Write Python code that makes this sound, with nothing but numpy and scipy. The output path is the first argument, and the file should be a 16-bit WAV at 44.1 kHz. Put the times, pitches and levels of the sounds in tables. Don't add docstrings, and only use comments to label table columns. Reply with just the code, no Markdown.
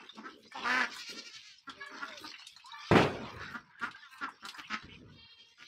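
import sys
import numpy as np
from scipy import signal
from scipy.fft import rfft, irfft, next_fast_len
from scipy.io import wavfile
from scipy.ndimage import uniform_filter1d, minimum_filter1d, map_coordinates

SR = 44100
rng = np.random.default_rng(int(sys.argv[2]) if len(sys.argv) > 2 else 0)


def generate_wav(sig):
    pcm = np.round(np.clip(np.atleast_2d(sig).T, -1, 1) * 32767).astype(np.int16)
    wavfile.write(sys.argv[1], SR, pcm)


N = 250190

# [start t/s, length t/s, deep level/dB, hollow level/dB], before the thud envelope
THUD_EVENTS = [(0, 0.11, -77, -58.5), (0.124, 0.35, -82, -57.5), (0.229, 0.094, -78, -52.5),
               (0.327, 0.19, -76, -60.5), (0.444, 0.11, -84, -60), (0.566, 0.48, -61.5, -47.5),
               (1.092, 0.22, -90, -49.5), (1.35, .08, -73, -80), (1.67, 0.21, -67, -64),
               (1.889, 0.33, -77, -54.5), (2.088, 0.14, -70.5, -62.5), (2.199, 0.16, -67, -56),
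               (3.115, 0.42, -46, -45.5), (3.394, 0.26, -57, -58.5), (3.803, 0.16, -60, -57),
               (4.211, 0.2, -70, -59), (4.421, 0.17, -74, -60.5), (4.573, 0.18, -68, -73),
               (4.821, 0.28, -50.5, -56), (4.994, .27, -52, -56.5), (5.38, 0.14, -83, -70),
               (5.596, 0.18, -81.5, -70.5)]
# [share of the length, level/dB]
THUD_ENVELOPE = [(0, -11), (.1, -1), (.6, -8), (1, -21)]
# [f/Hz, level/dB]
DEEP_SPECTRUM = [(29, -40.5), (50, -6.5), (97, -0.5), (134, -1.5), (260, -6.5), (340, -28), (570, -120)]
HOLLOW_SPECTRUM = [(130, -30), (220, -4.5), (448, -9), (566, -15.5), (700, -32), (910, -60.5), (1540, -120)]
BREEZE_DB = -80

# [t/s, level/dB]
FLOCK_COURSE = [
    [(0.0, -54), (0.13, -70), (0.298, -57.5), (0.55, -102.5)],
    [(0.9, -48.5), (1.042, -63), (1.372, -71), (1.518, -88), (1.726, -66), (1.862, -55), (1.9, -59)],
    [(1.9, -46), (1.966, -48.5), (2.266, -54), (2.404, -76), (2.654, -66), (2.82, -52.5), (2.89, -51)],
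    [(3.2, -44.5), (3.44, -47.5), (3.62, -55.5), (3.854, -59.5), (4.068, -58), (4.286, -57.5), (4.4, -60)],
    [(4.4, -67), (4.48, -58), (4.628, -52.5), (4.802, -59), (4.94, -66), (5.45, -77.5), (5.67, -90.5)],
]
DABBLE_COURSE = [
    [(0.0, -58.5), (0.5, -60.5), (0.55, -53.5)],
    [(0.9, -45.5), (1.008, -47.5), (1.238, -54), (1.364, -53), (1.526, -62.5), (1.716, -62), (1.9, -54)],
    [(1.9, -56), (2.288, -50.5), (2.494, -56.5), (2.604, -59), (2.762, -55.5), (2.89, -47.5)],
    [(3.2, -55.5), (3.44, -52), (3.596, -68.5), (3.844, -75), (3.974, -62), (4.044, -58), (4.4, -63)],
    [(4.4, -60), (4.658, -55.5), (4.782, -60), (4.934, -66), (5.156, -71), (5.302, -68), (5.67, -60.5)],
]
# [crest t/s, level/dB]
SPRAY_PUFFS = [(0.388, -79), (.96, -58.5), (1.1, -63.5), (2.05, -84), (2.214, -63), (2.519, -78),
               (2.78, -82.5), (3.35, -89), (3.52, -73.5), (3.84, -70.5), (4.131, -67.5), (4.47, -63.5),
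               (4.58, -67.5), (5.6, -87)]
# [f/Hz, level/dB]
FLOCK_SPECTRUM = [(410, -67), (700, -24.5), (914, -1), (1090, -1.5), (1210, 0), (1540, -0.5), (2130, -8),
                  (2500, -9), (3250, -23.5), (5500, -120)]
DABBLE_SPECTRUM = [(1350, -32), (2300, -7), (3500, -5.5), (5380, -10), (5660, -11), (6150, -17),
                   (7070, -37), (7500, -24.5), (9750, -46), (16500, -120)]
SPRAY_SPECTRUM = [(4120, -32.5), (7000, 0.5), (8380, 8.5), (9180, -1), (13300, 0.5), (15600, -4)]
HUM_SPECTRUM = [(12, -45), (20, -18), (81, 23.5), (650, -19), (960, -6), (3560, -22.5), (5400, 9),
                (7130, -34.5), (15600, -50)]
SPRAY_DB, HUM_DB = -26.5, -99.5
PUFF_RISE_S, PUFF_FALL_S = 0.02, 0.045

# [t/s, overall level/dB, bubble start f/Hz, then relative levels/dB of
BILL_CLICKS = [(0.0354, -58.5, 2050, 21.5, -13, -6), (0.0918, -50, 3540, 8.5, -49, 15.5),
               (0.1517, -40, 3450, -28, -26, -15), (0.452, -60, 2770, 10, -57, -19),
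               (0.4768, -55, 4800, -28, -48, 7), (0.5184, -54.5, 2220, 17, -5, 12.5),
               (0.9629, -39, 3280, 9.5, -7, 0), (1.584, -56.5, 5070, -43, -51, 10.5),
               (1.6948, -34.5, 3260, -1, -23.5, -0.5), (1.862, -48.5, 2280, -27, -8.5, -14),
               (2.081, -37, 3550, 6.5, -28, -14), (2.1216, -43, 2160, 2, -33, 4.5),
               (2.174, -31, 3300, -13, -41, -28), (2.3157, -40, 2020, 0, -27, -4),
               (2.3394, -29, 2106, -17, -52, -15), (2.394, -42, 4030, 3.5, -39, -2.5),
               (2.4184, -42.5, 2600, 1, -26, -1), (2.4678, -33.5, 3630, -56, -14.5, -4.5),
               (2.5634, -42, 4070, 1.5, -54, 1.5), (2.597, -42.5, 2480, -14.5, -27, -5),
               (2.6572, -40.5, 3970, -26.5, -15, -3), (2.7186, -44.5, 3740, -13.5, -31, 9),
               (2.8429, -61.5, 3490, -19, -48.5, -20.5), (3.4357, -47, 2047, 11, -40, 2),
               (3.7948, -41, 2410, -28, -20.5, -17.5), (3.9103, -35.5, 2980, -17.5, -28, -12),
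               (3.9577, -39, 2900, 1, -36.5, -11), (4.1802, -43, 2900, -13, -15, -28.5),
               (4.2892, -43.5, 2030, 6.5, -15, -27), (4.451, -33.5, 3900, 2, -17, -5),
               (4.4859, -28, 3330, -8.5, -22.5, -10), (4.5434, -45, 4840, 10, -31, 1.5),
               (4.8235, -43.5, 3300, 6, -41, -9)]

# [start t/s, length t/s, crest as share of length, crest level/dB, first f/Hz, last f/Hz,
# fundamental level/dB and rasp level/dB relative to the voice, mouth resonance f/Hz]
SHORT_QUACKS = [(.168, 0.061, 0.37, -47.5, 223, 214.7, 2.5, -9, 972),
                (0.233, 0.072, 0.38, -43.5, 248.4, 283, -6, -13.5, 1380),
                (1.67, 0.052, 0.38, -42.5, 273, 262.4, -9.5, -32, 1380),
                (2.012, 0.051, 0.43, -36.5, 292.7, 264.7, -13, -14, 1350),
                (2.231, 0.05, .45, -43.5, 300, 304, -6, -28, 1170),
                (3.393, 0.067, 0.57, -42, 186, 184, -12, -12, 1380),
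                (3.537, .055, 0.38, -36, 227.4, 255.3, -12, -15.5, 1323),
                (3.811, .09, 0.3, -33.5, 222.8, 270.5, -17.5, -10, 1355),
                (4.209, 0.076, 0.4, -34, 289.7, 257, -14.5, -13.5, 1353),
                (4.423, 0.061, 0.72, -44, 200.1, 191.2, -19, -12, 1290),
                (4.578, 0.038, 0.53, -44, 305, 283, -11.5, 1.5, 1250),
                (4.697, 0.078, .6, -35.5, 217.9, 212.6, -11, -2, 1330),
                (5.576, 0.074, 0.7, -54, 238.7, 237.7, -40, 0, 1450)]
# [f/Hz, level/dB]
SHORT_THROAT_SPECTRUM = [(260, -74), (450, -20), (736, -0.5), (1350, 2), (1700, 4), (2020, 8), (2300, -51),
                         (2990, -29), (5060, -120)]
RASP_SPECTRUM = [(1240, -27.5), (2100, -10), (3810, -17.5), (4410, -21.5), (4990, -18.5), (7060, -33),
                 (11000, -83), (14300, -112), (22000, -120)]
ONSET_SHARE, START_DB, ONSET_DB, END_DB = 0.079, -12.5, -9.5, -21.5
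BILL_CLOSES, CHEST_DB = 0.048, -18
# [t/s, pitch f/Hz, level/dB, mouth resonance f/Hz, weakening of every other pulse 0-1]
LONG_QUACK = [(0.545, 280, -50, 860, 0.4), (0.566, 266, -44, 880, 0.7), (0.59, 249.7, -45, 910, 1),
              (0.625, 276.1, -52, 1030, .8), (0.656, 236.2, -32.5, 1280, .7), (0.72, 251.4, -29, 1710, 0),
              (0.77, 259.7, -29.5, 1680, 0.7), (0.8, 252, -29.5, 1690, 0.8), (0.85, 232.1, -32, 1660, 0.7),
              (0.866, 260, -55, 1630, .5), (0.9, 259.1, -79, 1600, .4)]
# [f/Hz, level/dB]
LONG_THROAT_SPECTRUM = [(180, -43), (300, -8), (482, 0.5), (738, 0), (869, 8.5), (1700, 3), (2100, 2.5),
                        (2440, 3.5), (3610, -9), (4320, -4), (5260, -6), (7670, -24), (15000, -38.5)]
LONG_LOW_DB = -16.5

# [start t/s, length t/s, first f/Hz, last f/Hz, level/dB before the call envelope]
SINGLE_TONES = [(.51, 0.16, 1785, 1740, -57.5), (.548, .07, 820, 1078, -49.5), (2.64, 0.09, 895, 1250, -56),
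                (2.718, 0.084, 937, 870, -55), (3.94, 0.071, 1540, 1640, -56.5)]
GULP_TONES = [(3.864, 0.0275, 1145, 760, -50), (4.269, .026, 1418, 798, -43.5)]
HEN_CALLS = [(1.8, 0.1, 555, 564, -46.5), (1.885, 0.083, 544, 590, -55.5), (5.08, 0.046, 484, 480, -66.5)]
HONKS = [(2.7, 0.43, 572.7, 622, -53.5)]
WHINES = [(4.02, 0.1, 298, 243.7, -56.5), (4.105, 0.13, 261.5, 253.6, -56)]
CROAKS = [(4.625, 0.058, 200, 197.6, -54), (4.885, 0.093, 195.3, 202.5, -54.5)]
FAR_CHUCKLES = [(5.115, 0.495, 457, 455, -60)]
# [multiple of the pitch, relative level/dB]
HEN_PARTIALS = [(1, -12), (2, 11), (3, 15), (4, 7.5), (5, 0), (6, -20), (7, 1), (8, 1.5)]
HONK_PARTIALS = [(2, 0), (3, -3), (4, -2), (5, -10), (6, -8), (7, -10)]
WHINE_PARTIALS = [(4, -4), (5, -2), (6, 0), (7, -6), (10, -8), (11, -8)]
CROAK_PARTIALS = [(10, -10), (11, -4), (12, 0), (13, 0), (14, 0), (15, -2), (16, -6), (17, -12)]
FAR_CHUCKLE_PARTIALS = [(1, -18), (2, -14.5), (3, -21), (4, -9.5), (5, -7), (6, -1.5), (7, 3), (8, -4),
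                        (9, -4), (10, -7), (11, -14.5)]
# [share of the length, level/dB]
CALL_ENVELOPE = [(0, -6), (.15, 4.5), (.85, -1.5), (1, -32.5)]
CALL_ARCH = 0.012
# [t/s, pitch f/Hz, second partial level/dB, third partial level/dB]
MOAN_COURSE = [(1.7, 167.7, -70, -82), (1.78, 197.6, -66.5, -69), (1.95, 202.2, -61.5, -60.5),
               (2.09, 217, -65.5, -58.5), (2.15, 198.4, -89, -56.5), (2.2, 177, -90, -67)]

# [crest t/s, crest level/dB, crest pitch f/Hz]
CHUCKLE_CRESTS = [(0.939, -41, 487.3), (1.019, -41.5, 486.2), (1.107, -41, 475.2), (1.196, -43.5, 467),
                  (1.277, -46, 473.6), (1.365, -47, 444.7), (1.462, -52, 424)]
# [f/Hz, level/dB]
CHUCKLE_SPECTRUM = [(710, -29), (1200, -7), (1830, 1.5), (2620, 1), (2980, 1), (3270, -1.5), (4310, 5),
                    (5920, 0), (7160, -11.5), (10700, -33.5), (15000, -36)]
CHUCKLE_START_S, CHUCKLE_END_S = 0.89, 1.63
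SWELL_DB_PER_S, DROP_DB_PER_S, TRAIL_DB_PER_S = 151, 447.5, 120.5
EFFORT_HZ_PER_DB = 4

# [t/s, nominal level/dB before a 14 dB cut]
BANG_BLOWS = [(2.911, -10.5), (2.954, -9), (2.967, -13)]
# [f/Hz, level/dB]
BANG_SPECTRUM = [(29, -57.5), (50, -32.5), (98, -7), (195, -2), (230, -4), (408, -7.5), (483, -11),
                 (778, -14), (856, -15), (987, -17), (1590, -18.5), (2500, -22.5), (15000, -65)]
# [f/Hz, t60 t/s]
BANG_DECAYS = [(60, 1.3), (170, 0.29), (500, 0.83), (1500, 0.62), (4000, 0.24), (10000, 0.78)]
# [t/s, level/dB, t60 t/s]
RATTLE_PUFFS = [(2.963, -32, 0.5), (3.022, -26.5, 0.08), (3.087, -45.5, 0.06), (3.128, -58.5, 0.22)]
# [f/Hz, level/dB]
RATTLE_SPECTRUM = [(880, -28), (1500, -20), (2550, -0.5), (2920, -4), (4680, -13), (15000, -52)]

ECHO_DECAYS = [(300, 0.27), (2000, 0.21), (8000, 0.079)]
TOP_HZ = 15730


def amp(db):
    return 10 ** (np.asarray(db) / 20)


def unit(x):
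    return x / np.sqrt(np.mean(x ** 2) + 1e-20)


def along(points, hz):
    f, v = np.transpose(points)
    return np.interp(np.log(hz + 1), np.log(f + 1), v)


def filtered(x, response):
    m = next_fast_len(x.shape[-1] + 8192)
    spectrum = rfft(x, m) * response(np.fft.rfftfreq(m, 1 / SR))
    return irfft(spectrum, m)[..., :x.shape[-1]]


def colour(x, spectrum):
    return unit(filtered(x, lambda hz: amp(along(spectrum, hz))))


def span(rows):
    s, *cols = np.transpose(rows)
    t = np.arange(round(s[0] * SR), min(N, round(s[-1] * SR))) / SR
    fade = np.clip(np.minimum(t - t[0], t[-1] - t) / 0.0013, 0, 1)
    return round(s[0] * SR), fade, [np.interp(t, s, c) for c in cols]


def call(start, length, shape):
    u = np.linspace(0, 1, round(length * SR))
    edge = np.clip(np.minimum(u, 1 - u) * length / 0.004, 0, 1)
    return round(start * SR), u, edge * amp(np.interp(u, *np.transpose(shape)))


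def levels(tables):
    s, *cols = np.concatenate(tables).T
    return [amp(np.interp(np.arange(N) / SR, s, db)) for db in cols]


def add(out, start, x):
    out[start:start + len(x)] += x[:len(out) - start]


def wobble(n, rate):
    knots = rng.standard_normal(int(n * rate / SR) + 4)
    return map_coordinates(knots, [np.arange(n) * rate / SR])


def patches(spectrum, patchy_db, grains, width, length):
    x = rng.standard_normal(N) * amp(grains * wobble(N, 300))
    z = signal.stft(x, nperseg=512)[2]
    field = uniform_filter1d(rng.standard_normal(z.shape), size=width, axis=0)
    field = uniform_filter1d(field, size=length, axis=1)
    patchy = signal.istft(z * amp(patchy_db * unit(field)), nperseg=512)[1][:N]
    return colour(patchy, spectrum)


def tail(decays, length):
    hz, t, z = signal.stft(rng.standard_normal(int(length * SR)), SR, nperseg=256)
    return signal.istft(z * amp(-60 * t / along(decays, hz)[:, None]), SR, nperseg=256)[1]


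def syrinx(hz, rough, sub, jitter):
    n = len(hz)
    phase = 2 * np.pi * np.cumsum(hz * (1 + jitter * wobble(n, 151.4))) / SR
    k = np.arange(1, int(15000 / hz.max()))[:, None]
    pulses = np.cos(k * phase - 0.3 * k ** 2).sum(0)
    alternation = 1 + sub * np.cos(phase / 2)
    pulses = unit(pulses * alternation * amp(1.5 * wobble(n, 120)))
    breath = unit((1 + np.cos(phase)) ** 2 * rng.standard_normal(n))
    return phase, np.sqrt(1 - rough) * pulses + np.sqrt(rough) * breath


def mouth(x, centre_hz, width_hz, lift_db):
    hz, t, z = signal.stft(x, SR, nperseg=256, noverlap=224)
    centre = np.interp(t * SR, np.arange(len(x)), centre_hz)
    gain = amp(lift_db / (1 + ((hz[:, None] - centre) / width_hz) ** 2))
    gain = gain / np.linalg.norm(gain[:16], axis=0)
    return unit(signal.istft(z * gain, SR, nperseg=256, noverlap=224)[1][:len(x)])


def thuds():
    deep, hollow = np.full(N, amp(BREEZE_DB)), np.zeros(N)
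    for s, length, deep_db, hollow_db in THUD_EVENTS:
        start, _, gain = call(s, length, THUD_ENVELOPE)
        add(deep, start, amp(deep_db) * gain)
        add(hollow, start, amp(hollow_db) * gain)
    rumble = deep * patches(DEEP_SPECTRUM, 3, 2, width=1, length=8)
    return rumble + hollow * patches(HOLLOW_SPECTRUM, 3, 2, width=1, length=8)


def yard():
    (flock,), (dabble,) = levels(FLOCK_COURSE), levels(DABBLE_COURSE)
    t = np.arange(N) / SR
    spray = amp(SPRAY_DB) * dabble
    for s, db in SPRAY_PUFFS:
        width = np.where(t < s, PUFF_RISE_S, PUFF_FALL_S)
        spray = spray + amp(db) * np.exp(-((t - s) / width) ** 2)
    voices = flock * amp(1.5 * wobble(N, 14)) * patches(FLOCK_SPECTRUM, 3, 1.5, width=2, length=14)
    mud = dabble * amp(2 * wobble(N, 22)) * patches(DABBLE_SPECTRUM, 3.5, 2.5, width=3, length=12)
    mist = spray * amp(2.5 * wobble(N, 25)) * patches(SPRAY_SPECTRUM, 4, 2.5, width=3, length=10)
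    hum = amp(HUM_DB) * colour(rng.standard_normal(N), HUM_SPECTRUM)
    return voices + mud + mist + hum


def bills():
    out, t = np.zeros(N), np.arange(SR // 5) / SR

    def band(lo, hi):
        noise = rng.standard_normal(len(t))
        return unit(filtered(noise, lambda f: 1 / (1 + (lo / (f + 1)) ** 8) / (1 + (f / hi) ** 8)))

    rise = 1 - np.exp(-t / 0.001)
    decay = amp(-60 * t / 0.11) + 0.7 * amp(-60 * t / 0.018)
    for s, db, hz, knock_db, spray_db, bubble_db in BILL_CLICKS:
        bubble = amp(bubble_db - 60 * t / 0.04) * np.sin(2 * np.pi * hz * t * (1 + 3 * t))
        splash = band(hz / 1.5, 1.69 * hz)
        knock = amp(knock_db) * band(850, 2000)
        spray = 2.74 * amp(spray_db) * band(5200, 10000)
        add(out, round(s * SR), amp(db) * rise * (bubble + 0.21 * (splash + knock + spray) * decay))
    return out


def short_quacks():
    out = np.zeros(N)
    for s, length, crest, db, first_hz, last_hz, low_db, rasp_db, mouth_hz in SHORT_QUACKS:
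        shape = [(0, START_DB), (ONSET_SHARE, ONSET_DB), (crest, 0), (1, END_DB)]
        start, u, gain = call(s, length, shape)
        pitch = first_hz + (last_hz - first_hz) * u
        breaking = np.clip(np.linspace(0, 1.8, len(u)), 0, 0.8)
        phase, voice = syrinx(pitch, rough=0.12, sub=breaking, jitter=0.02)
        closing_hz = mouth_hz * (1 - BILL_CLOSES * u ** 4)
        voice = mouth(colour(voice, SHORT_THROAT_SPECTRUM), closing_hz, width_hz=770, lift_db=47.0)
        low = amp(low_db) * np.cos(phase)
        rasp = colour(syrinx(pitch, rough=0.6, sub=breaking, jitter=0.02)[1], RASP_SPECTRUM)
        chest = colour(rng.standard_normal(len(u)), HOLLOW_SPECTRUM)
        add(out, start, gain * amp(db) * (voice + low + amp(rasp_db) * rasp + amp(CHEST_DB) * chest))
    return out


def tones_and_far_calls():
    out = np.zeros(N)
    sources = [  # calls, partials, flutter of each partial in dB
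        (SINGLE_TONES + GULP_TONES, [(1, 0)], 3.5),
        (HEN_CALLS, HEN_PARTIALS, 3.5),
        (HONKS, HONK_PARTIALS, 5),
        (WHINES, WHINE_PARTIALS, 4),
        (CROAKS, CROAK_PARTIALS, 7),
        (FAR_CHUCKLES, FAR_CHUCKLE_PARTIALS, 4.5),
    ]
    for rows, partials, flutter_db in sources:
        for s, length, first_hz, last_hz, db in rows:
            start, u, gain = call(s, length, CALL_ENVELOPE)
            hz = first_hz + (last_hz - first_hz) * u + CALL_ARCH * first_hz * np.sin(np.pi * u)
            jitter = 0.011 * wobble(len(u), 200) + 0.007 * wobble(len(u), 30)
            phase = 2 * np.pi * np.cumsum(hz * (1 + jitter)) / SR
            tone = sum(amp(g + flutter_db * wobble(len(u), 110)) * np.sin(k * phase) for k, g in partials)
            add(out, start, gain * amp(db) * unit(tone))
    return out


def long_quack():
    out = np.zeros(N)
    start, fade, (hz, db, mouth_hz, sub) = span(LONG_QUACK)
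    phase, voice = syrinx(hz, rough=0.26, sub=np.clip(sub, 0, 1), jitter=0.013)
    voice = mouth(colour(voice, LONG_THROAT_SPECTRUM), mouth_hz, width_hz=300, lift_db=13)
    low = amp(LONG_LOW_DB + 1.8 * wobble(len(hz), 36)) * np.cos(phase)
    add(out, start, fade * amp(db) * (voice + low))
    return out


def chuckle():
    t = np.arange(round(CHUCKLE_START_S * SR), round(CHUCKLE_END_S * SR)) / SR
    s, crest_db, crest_hz = np.transpose(CHUCKLE_CRESTS)[..., None]
    under_db = np.where(t < s, SWELL_DB_PER_S * (s - t), DROP_DB_PER_S * (t - s))
    under_db[-1] = np.where(t < s[-1], under_db[-1], TRAIL_DB_PER_S * (t - s[-1]))
    hz = np.interp(t, s[:, 0], crest_hz[:, 0]) - EFFORT_HZ_PER_DB * under_db.min(0)
    voice = syrinx(hz, rough=0.38, sub=0, jitter=0.01)[1]
    fade = np.clip(np.minimum(t - t[0], t[-1] - t) / 0.06, 0, 1)
    gain = fade * amp((crest_db - under_db).max(0))
    out = np.zeros(N)
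    add(out, round(t[0] * SR), gain * colour(voice, CHUCKLE_SPECTRUM))
    return out


def moan():
    out = np.zeros(N)
    start, fade, (hz, second_db, third_db) = span(MOAN_COURSE)
    phase = 2 * np.pi * np.cumsum(hz * (1 + 0.012 * wobble(len(hz), 41))) / SR
    second, third = (amp(3 * wobble(len(hz), 35)) * np.sin(k * phase) for k in (2, 3))
    add(out, start, np.sqrt(2) * fade * (amp(second_db) * second + amp(third_db) * third))
    return out


def bang():
    out = np.zeros(N)
    for s, db in BANG_BLOWS:
        rumble = tail(BANG_DECAYS, 2.1)
        t = np.arange(len(rumble)) / SR
        add(out, round(s * SR), amp(db - 14.0) * rumble * (0.75 + amp(-60 * t / 0.42)))
    level = np.sqrt(np.mean(out ** 2))
    rise = np.clip((np.arange(N) / SR - BANG_BLOWS[0][0]) / 0.002, 0, 1) ** 2
    return level * rise * colour(out, BANG_SPECTRUM)


def rattle():
    out, t = np.zeros(N), np.arange(SR // 3) / SR
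    for s, db, t60 in RATTLE_PUFFS:
        clatter = colour(rng.standard_normal(len(t)), RATTLE_SPECTRUM)
        add(out, round(s * SR), amp(db - 60 * t / t60) * (1 - np.exp(-t / 0.005)) * clatter)
    return out


def scene():
    ducks = bills() + short_quacks() + long_quack() + chuckle()
    echo = tail(ECHO_DECAYS, 0.18)
    wet = amp(-9) * signal.fftconvolve(ducks, echo / np.linalg.norm(echo))[:N]
    return (thuds() + yard() + ducks + wet + tones_and_far_calls() + moan() + bang() + rattle())[None]


def record(dry):
    z = signal.stft(dry, nperseg=1024, noverlap=768)[2]
    power = uniform_filter1d(np.abs(z) ** 2, size=7, axis=-1)
    power = np.abs(uniform_filter1d(power, size=3, axis=-2)) + 1e-20
    quiet = uniform_filter1d(minimum_filter1d(power, size=60, axis=-1), size=30, axis=-1)
    gain = np.clip(1 - amp(3.0) * quiet / power, amp(-8), 1)
    cleaned = signal.istft(z * gain, nperseg=1024, noverlap=768)[1][:, :N]
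    return filtered(cleaned, lambda hz: hz < TOP_HZ)


dry = scene()
out = record(dry)
generate_wav(out)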